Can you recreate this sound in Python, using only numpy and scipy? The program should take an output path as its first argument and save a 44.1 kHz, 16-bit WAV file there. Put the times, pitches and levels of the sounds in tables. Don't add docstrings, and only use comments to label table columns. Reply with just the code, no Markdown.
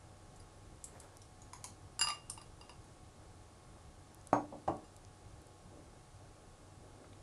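import sys
import numpy as np
from scipy import signal
from scipy.fft import rfft, irfft, next_fast_len
from scipy.io import wavfile
from scipy.ndimage import map_coordinates

SR = 44100
rng = np.random.default_rng(int(sys.argv[2]) if len(sys.argv) > 2 else 0)


def put_to_file(sound):
    columns = np.atleast_2d(sound).T
    safe = np.clip(columns, -1, 1)
    whole_steps = np.round(safe * 32767)
    wavfile.write(sys.argv[1], SR, whole_steps.astype(np.int16))


N = 318402
T = np.arange(SR // 2) / SR

# hz, level_db
WOOD = [(200, -42), (600, -9), (950, 11.5), (1300, -8), (1600, -16), (2000, -4), (3000, -14), (3900, -10),
        (6000, -57)]
# mode_hz, level_db, t60_s
RIM = [(6525, 0, .25), (9300, -11, .13)]


def amp(db):
    return 10 ** (np.asarray(db) / 20)


def unit(x):
    return x / np.sqrt(np.mean(x ** 2) + 1e-20)


def blow(x):
    return x / np.sqrt(np.mean(x[:SR // 100] ** 2) + 1e-20)


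def along(points, hz):
    point_hz, values = np.transpose(points)
    return np.interp(np.log(hz + 1), np.log(point_hz), values)


def wobble(rate):
    knots = rng.standard_normal(int(N * rate / SR) + 4)
    return map_coordinates(knots, [np.arange(N) * rate / SR])


def filtered(x, response):
    m = next_fast_len(len(x) + 8192)
    return irfft(rfft(x, m) * response(np.fft.rfftfreq(m, 1 / SR)), m)[:len(x)]


def coloured(x, points):
    m = 2 * len(T)
    shape = amp(along(points, np.fft.rfftfreq(m, 1 / SR)))
    cepstrum = irfft(np.log(shape), m)
    cepstrum[1:m // 2] *= 2
    cepstrum[m // 2 + 1:] = 0
    return irfft(rfft(x, m) * np.exp(rfft(cepstrum)), m)[:len(x)]


def fade(t60):
    return np.exp(-np.log(1000) * T / t60)


def burst(points, t60):
    puff = rng.standard_normal(len(T)) * fade(t60)
    return blow(coloured(puff, points))


def ping(hz, q, t60):
    b, a = signal.iirpeak(min(hz, SR * .4), max(q, 1), fs=SR)
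    puff = rng.standard_normal(len(T)) * fade(t60)
    once = signal.lfilter(b, a, puff)
    return blow(signal.lfilter(b, a, once))


def ring(modes):
    draws = rng.standard_normal((len(modes), 2))
    total = 0
    for (hz, db, t60), (vary_db, phase) in zip(modes, draws):
        total = total + amp(db + vary_db) * fade(t60) * np.sin(2 * np.pi * hz * T + np.pi * phase)
    return total


def add(track, s, x):
    start = max(round(s * SR), 0)
    track[start:start + len(x)] += x[:N - start]


def in_kitchen(x, wet_db):
    # hz, t60_s
    reverb = [(100, 0.22), (300, 0.4), (1000, 0.22), (4000, 0.28), (10000, 0.22)]
    hz, t, z = signal.stft(rng.standard_normal(len(T)), SR, nperseg=256)
    decay = np.exp(-np.log(1000) * t / along(reverb, hz)[:, None])
    tail = signal.istft(z * decay, SR, nperseg=256)[1][:len(T)]
    tail = tail * (1 - np.exp(-T / 0.00063))
    tail = tail / np.linalg.norm(tail)
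    return x + amp(wet_db) * signal.fftconvolve(x, tail)[:len(T)]


def clinks():
    # start_s, strength_db, tilt_db_per_octave, place_deg, share of free ring time, wood_knock_db
    touches = [(.399, -62.5, 4.5, 53, .3, -84), (1.9929, -37, 5, 74, 0.69, -53.5),
               (2.0126, -24, 3, 50, 0.87, -45), (2.047, -38, -4, 28, 0.63, -48),
               (2.071, -30, -6, 50, .6, -46.5), (2.0856, -34, 1, 18.4, .7, -44.5),
               (2.102, -42.5, 3.5, 75, 0.64, -43.5), (2.297, -45.5, -2, 16.7, 0.25, -63),
               (2.376, -50, -4, 60, 0.53, -54), (2.415, -53.5, 0.5, 50, 0.18, -61),
               (2.612, -50.5, -5.5, 53, 0.31, -58.5), (2.6938, -48, -3.5, 49, 0.27, -57.5),
               (4.8424, -61, 1, 77, 0.91, -74)]
    # mode_hz, level_db, free t60_s
    bowl_modes = [(1180, -7, 0.38), (2809, -9.5, 0.49), (4887, -4.5, 0.25), (7290, -10, 0.23),
                  (10045, -3.5, 0.082)]
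    # mode_hz, level_db re the wood knock, t60_s
    stick_modes = [(3740, -10.5, 0.13), (3950, -17, 0.1), (4840, -8, 0.11), (5570, -13.5, 0.16),
                   (9000, -17, .2), (9700, -15, 0.13)]
    # hz, level_db
    click_shape = [(500, -7), (1800, 8), (3000, -13.5), (3900, -2.5), (5500, 4.5), (7800, -7), (9500, 9),
                   (11000, -23), (12500, -7.5)]
    pivot_hz = 3000
    node_leak = .25
    click_db, chatter_db = -12.5, -6
    touch_damp_db = -3

    out = np.zeros(N)
    mode_hz, mode_db, mode_t60 = np.transpose(bowl_modes)
    waves = 2 + np.arange(len(bowl_modes))
    next_touch = [row[0] for row in touches[1:]] + [N / SR]
    for (s, db, tilt, place, free, knock_db), until in zip(touches, next_touch):
        place_db = 10 * np.log10(np.cos(waves * np.radians(place)) ** 2 + node_leak ** 2)
        ring_db = db + mode_db + place_db + tilt * np.log2(mode_hz / pivot_hz)
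        modes = list(zip(mode_hz, ring_db, mode_t60 * np.clip(free, .1, 1)))
        damped = amp(touch_damp_db * np.clip((T - (until - s)) / .003, 0, 1))
        ringing = (ring(modes) + amp(knock_db) * ring(stick_modes)) * damped
        smear = sum(amp(level + chatter_db) * ping(hz, q=18, t60=0.027) for hz, level, _ in modes)
        wood = amp(knock_db) * burst(WOOD, t60=0.017)
        click = amp(db + tilt + click_db) * burst(click_shape, t60=0.019)
        add(out, s, in_kitchen(ringing, wet_db=-11.0) + in_kitchen(wood + click + smear, wet_db=-3))
    return out


def ticks():
    # start_s, level_db, pitch_hz, ring_db re the snap, lower_ring_db re the snap
    taps = [(.3606, -68, 7200, 1.5, -17), (.841, -48, 7720, -1, -21), (1.0006, -56, 7900, -2, -13),
            (1.2173, -64.5, 5560, 2.5, -5), (1.4185, -65.5, 6740, 4, -8), (2.299, -48.5, 9040, 7.5, -1.5),
            (2.8422, -70.5, 6570, -4, -16)]
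    # hz, level_db
    snap_shape = [(500, -73), (2500, -9), (4000, -8), (5500, -3), (7000, 4), (9500, 10), (11000, 5),
                  (12500, -20)]
    out = np.zeros(N)
    for s, db, hz, ring_db, lower_db in taps:
        upper = amp(ring_db) * ping(hz, q=9.1, t60=0.023)
        lower = amp(lower_db) * ping(hz * 0.6, q=3.4, t60=0.024)
        snap = burst(snap_shape, t60=0.035)
        add(out, s, amp(db) * (in_kitchen(snap, wet_db=-4) + in_kitchen(upper + lower, wet_db=-4.0)))
    return out


def raps():
    # start_s, wood_knock_db, snap_db, rim_ring_db
    rim_taps = [(1.533, -51, -53.5, -62), (1.642, -52.5, -45.5, -57)]
    # hz, level_db
    snap_shape = [(500, -37), (1500, -4), (3000, -7), (5000, 2), (6000, 0), (6700, 12), (7800, -2.5),
                  (9400, 6), (11000, 3), (12500, -27)]
    out = np.zeros(N)
    for s, knock_db, snap_db, rim_db in rim_taps:
        wood = amp(knock_db) * burst(WOOD, t60=0.012)
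        snap = amp(snap_db) * burst(snap_shape, t60=0.015)
        add(out, s, in_kitchen(wood + snap, wet_db=-0.5) + amp(rim_db) * ring(RIM))
    return out


def knocks():
    # start_s, level_db, thump_db, crack_db, rim_ring_db, contact_s, brightness_hz
    landings = [(4.3292, -24, -44, -49, -50.5, 0.008, 1330), (4.523, -40, -51, -69, -84, 0.053, 730),
                (4.676, -29, -41, -50, -79, 0.046, 1290)]
    # hz, level_db
    push_shape = [(60, -16), (110, -8.5), (200, -1), (300, -3), (430, -14.5), (600, 2), (770, 3.5),
                  (950, -0.5), (1130, 3.5), (1400, -8.5), (1800, -12), (3000, -2), (5000, -35)]
    thump_shape = [(50, -21), (110, -6), (200, -5), (300, -4.5), (420, -6), (1500, -77)]
    crack_shape = [(500, -26), (1800, 10.5), (2600, -1), (4000, -2.5), (8000, -4), (12000, -21)]
    # mode_hz, level_db, t60_s
    counter_modes = [(118, -7, .3), (296, -4, .45), (339, -13, .15), (522, -7, .19), (585, -5, .22),
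                     (673, -2, .24), (770, -2, .22), (839, -1, .23), (924, -3, .17), (975, -5, .2),
                     (1026, -6, .19), (1115, -.5, .22), (1235, -10, .2), (1416, -19, .25), (1800, -24, .15),
                     (2126, -22, .25)]
    boom_db = -7.5

    out = np.zeros(N)
    for s, db, thump_db, crack_db, rim_db, contact, bright_hz in landings:
        def softness_db(hz):
            return -10 * np.log10(1 + (hz / bright_hz) ** 8)
        soft_push = [(hz, level + softness_db(hz)) for hz, level in push_shape]
        soft_modes = [(hz, level + softness_db(hz), t60) for hz, level, t60 in counter_modes]
        push = amp(db) * burst(soft_push, t60=contact)
        boom = amp(db + boom_db) * ring(soft_modes)
        thump = amp(thump_db) * burst(thump_shape, t60=0.15)
        swell = 1 - np.exp(-T / (0.098 * contact))
        crack = amp(crack_db) * burst(crack_shape, t60=0.035)
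        body = in_kitchen((push + thump + crack) * swell, wet_db=-1.5)
        add(out, s, body + boom * swell + amp(rim_db) * ring(RIM))
    return out


def bubbles():
    # start_s, level_db, pitch_hz
    pops = [(1.1703, -57, 10400), (4.1463, -59, 9900), (4.213, -68, 6500), (4.272, -53, 8650),
            (4.769, -66, 8780), (4.965, -61, 9200), (5.0497, -63, 5300), (5.4184, -66, 9980),
            (5.47, -65, 9590)]
    upper_hz = 11300
    out = np.zeros(N)
    for s, db, hz in pops:
        add(out, s, amp(db) * ping(hz, q=1.36, t60=0.0046))
    return filtered(out, lambda hz: 1 / np.sqrt(1 + (hz / upper_hz) ** 20))


def plops():
    # start_s, level_db, pitch_hz
    smacks = [(7.042, -62.5, 1540), (7.1305, -66, 2800)]
    out = np.zeros(N)
    for s, db, hz in smacks:
        add(out, s, amp(db) * in_kitchen(ping(hz, q=1.6, t60=0.049), wet_db=-8))
    return out


def stroke(s, length):
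    rise_s, fall_s = 0.073, 0.11
    t = np.arange(N) / SR
    return np.clip(np.minimum((t - s) / rise_s, (s + length - t) / fall_s), 0, 1)


def swish(points, flutter_db):
    noise = filtered(rng.standard_normal(N), lambda hz: amp(along(points, hz)))
    return amp(flutter_db * wobble(25)) * unit(noise)


def stirring():
    # start_s, length_s, level_db
    ladle_strokes = [(5.354, 0.22, -66.5), (5.649, 0.32, -68), (6.15, 0.36, -73), (6.552, 0.68, -67.5)]
    # hz, level_db
    milk_shape = [(150, -31), (300, -0.5), (420, -7.5), (600, -4), (900, -29), (2000, -56)]
    speed = sum(amp(db) * stroke(s, length) for s, length, db in ladle_strokes)
    return speed * swish(milk_shape, flutter_db=3.5)


def sliding():
    # hz, density_db (only its shape counts)
    rub_shape = [(100, -4), (300, -1), (600, 2.5), (1000, -7), (1700, -10), (2800, -20), (8000, -26)]
    start_s, length_s, level_db = 0.847, 0.39, -63.5
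    return amp(level_db) * stroke(start_s, length_s) * swish(rub_shape, flutter_db=5.0)


def stove():
    # hz, density_db (only its shape within each band counts)
    noise_shape = [(12, -49), (20, 3), (49, -3.5), (93, 0.5), (265, -15), (304, -14.5), (596, -16),
                   (646, -17.5), (823, -18.5), (1020, -24), (1110, -29), (1200, -22.5), (2060, -28.5),
                   (10100, -29), (12500, -48), (16200, -93), (22000, -120)]
    # pitch_hz, peak level_db before the wavering
    hum_lines = [(96.9, -63), (146, -70), (317.6, -73), (737.5, -71.5), (834.4, -72.5), (1082, -74),
                 (1130, -75.5), (1233, -81.5), (2164, -83)]
    rumble_db, murmur_db, hiss_db = -61, -64, -69
    t = np.arange(N) / SR

    def band(lo_hz, hi_hz):
        noise = rng.standard_normal(N)
        return unit(filtered(noise, lambda hz: amp(along(noise_shape, hz)) * (hz > lo_hz) * (hz <= hi_hz)))

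    rumble = amp(rumble_db + 2.4 * wobble(16)) * band(22, 220)
    murmur = amp(murmur_db + 0.56 * wobble(9.3)) * band(220, 1810)
    hiss = amp(hiss_db) * band(1800, SR / 2)
    hum = np.zeros(N)
    for hz, db in hum_lines:
        level = amp(db + 0.92 * wobble(4.6))
        hum += level * np.sin(2 * np.pi * hz * t + 1.07 * wobble(12))
    return rumble + murmur + hiss + hum


def scene():
    contacts = clinks() + ticks() + raps() + knocks()
    pot = bubbles() + plops() + stirring() + sliding()
    return (contacts + pot + stove())[None]


def record(dry):
    top_hz = 12300
    return np.array([filtered(x, lambda hz: 1 / np.sqrt(1 + (hz / top_hz) ** 160)) for x in dry])


dry = scene()
out = record(dry)
put_to_file(out)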